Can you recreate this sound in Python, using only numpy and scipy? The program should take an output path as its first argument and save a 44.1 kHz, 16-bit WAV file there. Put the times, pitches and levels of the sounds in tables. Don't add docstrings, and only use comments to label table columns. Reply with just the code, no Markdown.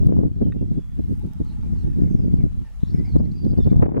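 import sys
import numpy as np
from scipy import signal
from scipy.io import wavfile
from scipy.ndimage import uniform_filter1d, minimum_filter1d

SR = 44100
rng = np.random.default_rng(int(sys.argv[2]) if len(sys.argv) > 2 else 0)


def waveform_to_disk(signal):
    frames = np.transpose(np.atleast_2d(signal))
    scaled = np.clip(frames, -1, 1) * 32767
    samples = np.round(scaled).astype(np.int16)
    wavfile.write(sys.argv[1], SR, samples)


N = 176400
TIME = np.arange(N) / SR
PORT_LEAK = 0.23
WARBLE_DEPTH_HZ = 221


def amp(db):
    return 10 ** (np.asarray(db) / 20)


def unit(x):
    return x / np.sqrt(np.mean(x ** 2) + 1e-20)


def add(mix, s, sound):
    part = mix[..., max(round(s * SR), 0):][..., :sound.shape[-1]]
    part += sound[..., :part.shape[-1]]


def pan(db):
    return amp([[db / 2], [-db / 2]])


def swell(centre, length):
    return np.exp(-np.minimum((2 * (TIME - centre) / length) ** 2, 20))


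def eddy(hz):
    half = int(SR / hz * 2)
    u = (np.pi * hz * np.arange(-half, half + 1) / SR) ** 2
    return (1 - 2 * u) * np.exp(-u)


def wind(eddies_per_cycle=2.2, splutter_db=4, splutter_s=0.0057):
    # t/s, level/dB
    push = [(0, -15), (.1, -16), (.7, -19), (.85, -25), (1, -20), (1.35, -24), (1.85, -20), (2, -20.5),
            (2.42, -18.5), (2.6, -22), (2.7, -32.5), (2.88, -20), (3.08, -24.5), (3.17, -9.5), (3.35, -25),
            (3.5, -16), (3.7, -14.5), (3.8, -5.5), (4, -10)]
    # t/s, level/dB
    turbulence = [(0, -21.5), (.1, -21), (.26, -16), (.33, -40.5), (.38, -28.5), (.8, -35.5), (.85, -56.5),
                  (1.05, -39.5), (1.3, -53), (1.7, -40), (1.93, -44.5), (2.03, -28), (2.42, -27),
                  (2.5, -47), (2.62, -42.5), (2.7, -89), (2.92, -37.5), (3.1, -39.5), (3.23, -22),
                  (3.39, -45), (3.5, -30), (3.63, -48), (3.78, -20), (3.91, -10), (4, -5)]
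    # centre t/s, length/s, level/dB
    gusts = [(0.425, 0.023, -12.5), (0.471, 0.038, -16), (0.567, 0.027, -22.5), (0.628, 0.052, -24.5),
             (0.715, 0.0095, -17), (0.782, 0.024, -24.5), (0.998, 0.018, -18.5), (1.114, 0.033, -25.5),
             (1.257, 0.033, -28.5), (1.413, 0.014, -20), (1.733, 0.0075, -20.5), (1.865, 0.038, -26.5),
             (1.983, 0.036, -27), (2.053, 0.04, -26.5), (2.449, 0.03, -22.5), (3.002, 0.023, -20.5),
             (3.161, 0.011, -10), (3.207, 0.014, -15.5), (3.458, 0.028, -18.5), (3.531, 0.046, -22),
             (3.596, 0.022, -11), (3.667, 0.02, -10), (3.728, 0.021, -9.5), (3.833, 0.015, 1.5),
             (3.857, 0.02, 1), (3.968, 0.028, -3.5)]
    # f/Hz, usual level/dB, dB per dB of turbulence, dB per dB of push
    eddy_sizes = [(39.2, -29, -0.1, 0.9), (68.2, -19.5, 0.2939, 0.44), (139.3, -19, .5, 0.18),
                  (210.5, -25, 1.0916, -0.7754), (338, -38.5, 1.21, 0), (536, -51, 1.01, 1),
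                  (980, -69.5, 1.31, 1), (1450, -77.5, 1.68, 0.5)]
    power = amp(np.interp(TIME, *np.transpose(turbulence))) ** 2
    for s, length, db in gusts:
        power += amp(db) ** 2 * swell(s, length)
    window = np.hanning(int(2 * splutter_s * SR))
    splutter = unit(signal.oaconvolve(rng.standard_normal(N), window, "same"))
    usual_turbulence_db, usual_push_db = -25, -17
    turbulence_db = 10 * np.log10(power) - usual_turbulence_db
    turbulence_db += splutter_db * (np.minimum(splutter, 2) - .5)
    push_db = np.interp(TIME, *np.transpose(push)) - usual_push_db
    out = np.zeros((2, N))
    for hz, db, by_turbulence, by_push in eddy_sizes:
        arrives = rng.random((3, N)) < eddies_per_cycle * hz / SR
        strength, sign, lean = rng.standard_normal((3, N))
        hits = unit(arrives * np.sign(sign) * amp(1.5 * np.clip(strength, -2, 2)))
        spread = 0.34 * (hz / 150) ** 0.13
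        ports = hits[0] * (spread * lean + [[1], [-1]]) + PORT_LEAK * hits[1:]
        ports *= amp(db + by_turbulence * turbulence_db + by_push * push_db)
        shape = eddy(hz)
        out += signal.oaconvolve(ports, shape[None] / np.linalg.norm(shape), "same", axes=1)
    return out


def air(level_db=-57, patch_db=3):
    # f/Hz, relative level/dB
    spectrum = [(100, 9), (500, 0), (900, -1), (1600, -5), (2400, -8.5), (3500, -11), (6000, -14.5),
                (10000, -18), (15500, -24)]
    frames, hz = N // 256 + 5, np.fft.rfftfreq(1024, 1 / SR)
    real, imag, patches = rng.standard_normal((3, 2, 513, frames))
    patches = unit(uniform_filter1d(uniform_filter1d(patches, size=6, axis=1), size=12, axis=2))
    f, db = np.transpose(spectrum)
    colour_db = np.interp(np.log(hz + 1), np.log(f), db)[:, None]
    bins = (real + 1j * imag) * amp(colour_db + patch_db * patches)
    hush = signal.istft(bins, nperseg=1024, noverlap=768)[1][:, :N]
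    return amp(level_db) * pan(-1.1) * unit(hush)


def cracks_and_ticks(decay_s=.0007):
    # t/s, level/dB, left over right/dB
    bursts = [(.022, -53, 1), (0.07, -22.5, 5.5), (0.953, -47, -14), (1.195, -41, -12), (1.264, -43, -11),
              (1.335, -40, -13.5), (1.448, -44, -8.5), (3.166, -28, -6), (3.731, -36.5, 9),
              (3.766, -28, 6.5), (3.821, -31, -7.5)]
    out, t = np.zeros((2, N)), np.arange(3000) / SR
    for s, db, side_db in bursts:
        burst = np.exp(-t / decay_s) * rng.standard_normal(len(t)) / 2
        add(out, s, amp(db) * pan(side_db) * [[1], [-1]] * burst)
    return out


def note(length, from_hz, to_hz, db, warble_depth_hz=0, warble_hz=138.2, edge_s=0.025):
    t = np.arange(0, length, 1 / SR)
    waver = unit(uniform_filter1d(rng.standard_normal(SR), 200))[:len(t)]
    glide = to_hz + (from_hz - to_hz) * (1 - t / length) ** 1.4
    warble = warble_depth_hz * (np.sin(2 * np.pi * warble_hz * t) + waver)
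    hz = glide * (1 + 0.0076 * waver) + warble
    fade = np.minimum(np.minimum(t, length - t) / min(edge_s, length / 2), 1)
    flutter_db = 3 * waver[::-1]
    return amp(db + flutter_db) * fade * np.sin(2 * np.pi * np.cumsum(hz) / SR)


def whistles():
    # t/s, length/s, from f/Hz, to f/Hz, level/dB
    calls = [(0.036, .17, 3180, 2830, -71.5), (0.288, .18, 4420, 4060, -76.5),
             (0.425, 0.095, 3210, 2970, -64), (0.555, 0.085, 2860, 2690, -66.5),
             (0.527, 0.23, 3500, 3220, -74), (0.734, 0.23, 3405, 3400, -72.5),
             (1.982, 0.076, 1920, 1620, -68), (2.084, 0.18, 6780, 4620, -69.5),
             (2.851, 0.16, 5640, 5150, -69), (3.033, 0.14, 5150, 4040, -64.5),
             (3.333, 0.13, 4850, 4620, -63), (3.453, 0.075, 4800, 4790, -67),
             (3.582, 0.076, 3710, 3430, -59), (3.599, 0.057, 6050, 4720, -64.5),
             (3.669, 0.28, 3572, 3550, -65), (2.955, 0.085, 1950, 2043, -61)]
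    out = np.zeros(N)
    for s, *call in calls:
        add(out, s, note(*call))
    return out


def thumps(cascade_ratio=1.69, cascade_db=-13):
    # t/s, level/dB, f/Hz
    hard_eddies = [(.071, 6, 121), (0.094, -2.5, 168), (0.124, -3, 293), (.168, 0, 185), (0.191, 5.5, 163),
                   (0.235, -3, 238), (.425, -5, 220), (.465, -6.5, 190), (.613, -14.5, 194),
                   (2.023, -8, 163), (2.15, -1.5, 140), (2.204, -6, 132), (2.341, -2.5, 148),
                   (2.44, -1.5, 131), (2.835, -5.5, 127), (2.948, -6, 134), (3.166, 0, 234),
                   (3.206, -5.5, 190), (3.589, -3.5, 151), (3.717, 2, 160), (3.769, 2, 110),
                   (3.796, 2, 133), (3.832, 11, 320), (3.861, 4.5, 380), (3.884, 6.5, 266), (3.92, 3, 241),
                   (3.959, 2.5, 218), (3.98, 7, 294)]
    out = np.zeros((2, N))
    for s, db, hz in hard_eddies:
        for k in range(4):
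            eddy_hz = hz * cascade_ratio ** k
            shape = eddy(eddy_hz) * rng.choice([-1, 1])
            lag = k * rng.uniform(-0.18, 0.2) / eddy_hz
            ports = pan(4 + 2.5 * k) * [[1], [-1]]
            ports += k * PORT_LEAK * rng.standard_normal((2, 1))
            add(out, s + lag - len(shape) / 2 / SR, amp(db + k * cascade_db) * shape * ports)
    return out


def knock(start_s=.522, attack_s=.0007):
    # f/Hz, relative level/dB, T60/s
    modes = [(1190, 2.5, 0.024), (1520, 0, 0.03), (1856, 6.5, 0.032), (2210, -4, 0.019), (2560, -1, 0.029),
             (3670, -4.5, 0.026)]
    out, t = np.zeros(N), np.arange(3000) / SR
    ring = sum(amp(db - 60 * t / t60) * np.sin(2 * np.pi * (hz * t + rng.random()))
               for hz, db, t60 in modes)
    ring *= np.minimum(t / attack_s, 1)
    add(out, start_s, amp(-34) * ring / abs(ring).max())
    return out


def rustle():
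    grains = rng.standard_normal((2, N))
    grains *= amp(4 * unit(uniform_filter1d(rng.standard_normal(N), size=90)))
    rub = unit(signal.lfilter(*signal.butter(1, 900, "high", fs=SR), grains))
    return amp(-67) * rub * swell(centre=1.1, length=0.32)


def cackle(start_s=1.14, step_s=.06, fall=0.147):
    out = np.zeros(N)
    for k in range(13):
        hz = 970 * rng.uniform(0.93, 1.04)
        add(out, start_s + k * step_s, note(0.036, hz, hz * (1 - fall), db=rng.normal(-60.5, 2.1)))
    return out


def buzzes():
    # t/s, length/s, from f/Hz, to f/Hz, level/dB
    calls = [(1.437, .105, 4520, 3900, -64.5), (1.755, 0.09, 4810, 4050, -66),
             (2.785, .1, 3720, 3820, -62.5), (2.861, 0.062, 3800, 4720, -60.5)]
    out = np.zeros(N)
    for s, *call in calls:
        buzz = note(*call, WARBLE_DEPTH_HZ)
        add(out, s, buzz * np.linspace(.5, 1, len(buzz)))
    return out


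def clucks(throat_hz=2046, throat_width_hz=230):
    # t/s, length/s, from f/Hz, to f/Hz, level/dB
    calls = [(2.025, 0.077, 730, 680, -63), (2.37, 0.06, 848, 664, -54.5), (2.639, .056, 980, 774, -52.5),
             (2.928, 0.051, 673, 772, -57), (3.042, 0.027, 673, 762, -54), (3.057, 0.037, 799, 694, -53.5),
             (3.248, 0.037, 734, 630, -62), (3.678, 0.057, 817, 680, -55.5)]
    out = np.zeros(N)
    for s, length, from_hz, to_hz, db in calls:
        t = np.arange(0, length, 1 / SR)
        arch = np.sin(np.pi * t / length)
        jitter = unit(uniform_filter1d(rng.standard_normal(SR), size=60))[:len(t)]
        hz = np.linspace(from_hz, to_hz, len(t)) * (1 + 0.047 * (arch - .5) + 0.04 * jitter)
        phase = 2 * np.pi * np.cumsum(hz) / SR
        overtones = sum(np.sin(k * phase) / (1 + ((k * hz - throat_hz) / throat_width_hz) ** 2)
                        for k in range(2, 6))
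        add(out, s, amp(db) * arch * (.5 * np.sin(phase) + overtones))
    return out


def chips(first_s=2.994, step_s=.0652, length_s=0.019, loudest_s=3.45, fade_db_per_s=19):
    out = np.zeros(N)
    for s in first_s + step_s * np.arange(13):
        db = -55.5 - fade_db_per_s * abs(s - loudest_s)
        glide_hz = np.array([4250, 4664]) * rng.uniform(0.95, 1.02, 2)
        lower = note(length_s, *glide_hz, db, WARBLE_DEPTH_HZ)
        upper = note(length_s, *glide_hz * 1.25, db - 9.5, WARBLE_DEPTH_HZ)
        add(out, s - length_s / 2, lower + upper)
    return out


def across_field(calls, echo_db=-4.5, t60_s=0.25):
    tail = rng.standard_normal((2, SR // 2)) * amp(-60 * TIME[:SR // 2] / t60_s)
    echo = signal.fftconvolve(calls[None], tail / np.linalg.norm(tail[0]), axes=1)[:, :N]
    return calls * pan(-0.96) + amp(echo_db) * echo


def scene():
    close = wind() + thumps() + cracks_and_ticks() + knock() + rustle()
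    birds = whistles() + buzzes() + chips() + clucks() + cackle()
    return close + across_field(birds) + air()


def record(dry, limit_db=-.1, recover_db_per_s=4.5, band_edge_hz=15850):
    over_db = np.maximum(20 * np.log10(abs(dry).max(0) + 1e-9) - limit_db, 0)
    held_db = -minimum_filter1d(-over_db, size=260)
    recovery_db = TIME * recover_db_per_s
    start_duck_db = 1.5
    duck_db = np.maximum.accumulate(np.maximum(held_db + recovery_db, start_duck_db)) - recovery_db
    limited = dry / amp(uniform_filter1d(uniform_filter1d(duck_db, size=130), size=130))
    lowpass = signal.firwin(511, band_edge_hz, window=("kaiser", 9), fs=SR)
    return signal.oaconvolve(limited, lowpass[None], "same")


dry = scene()
out = record(dry)
waveform_to_disk(out)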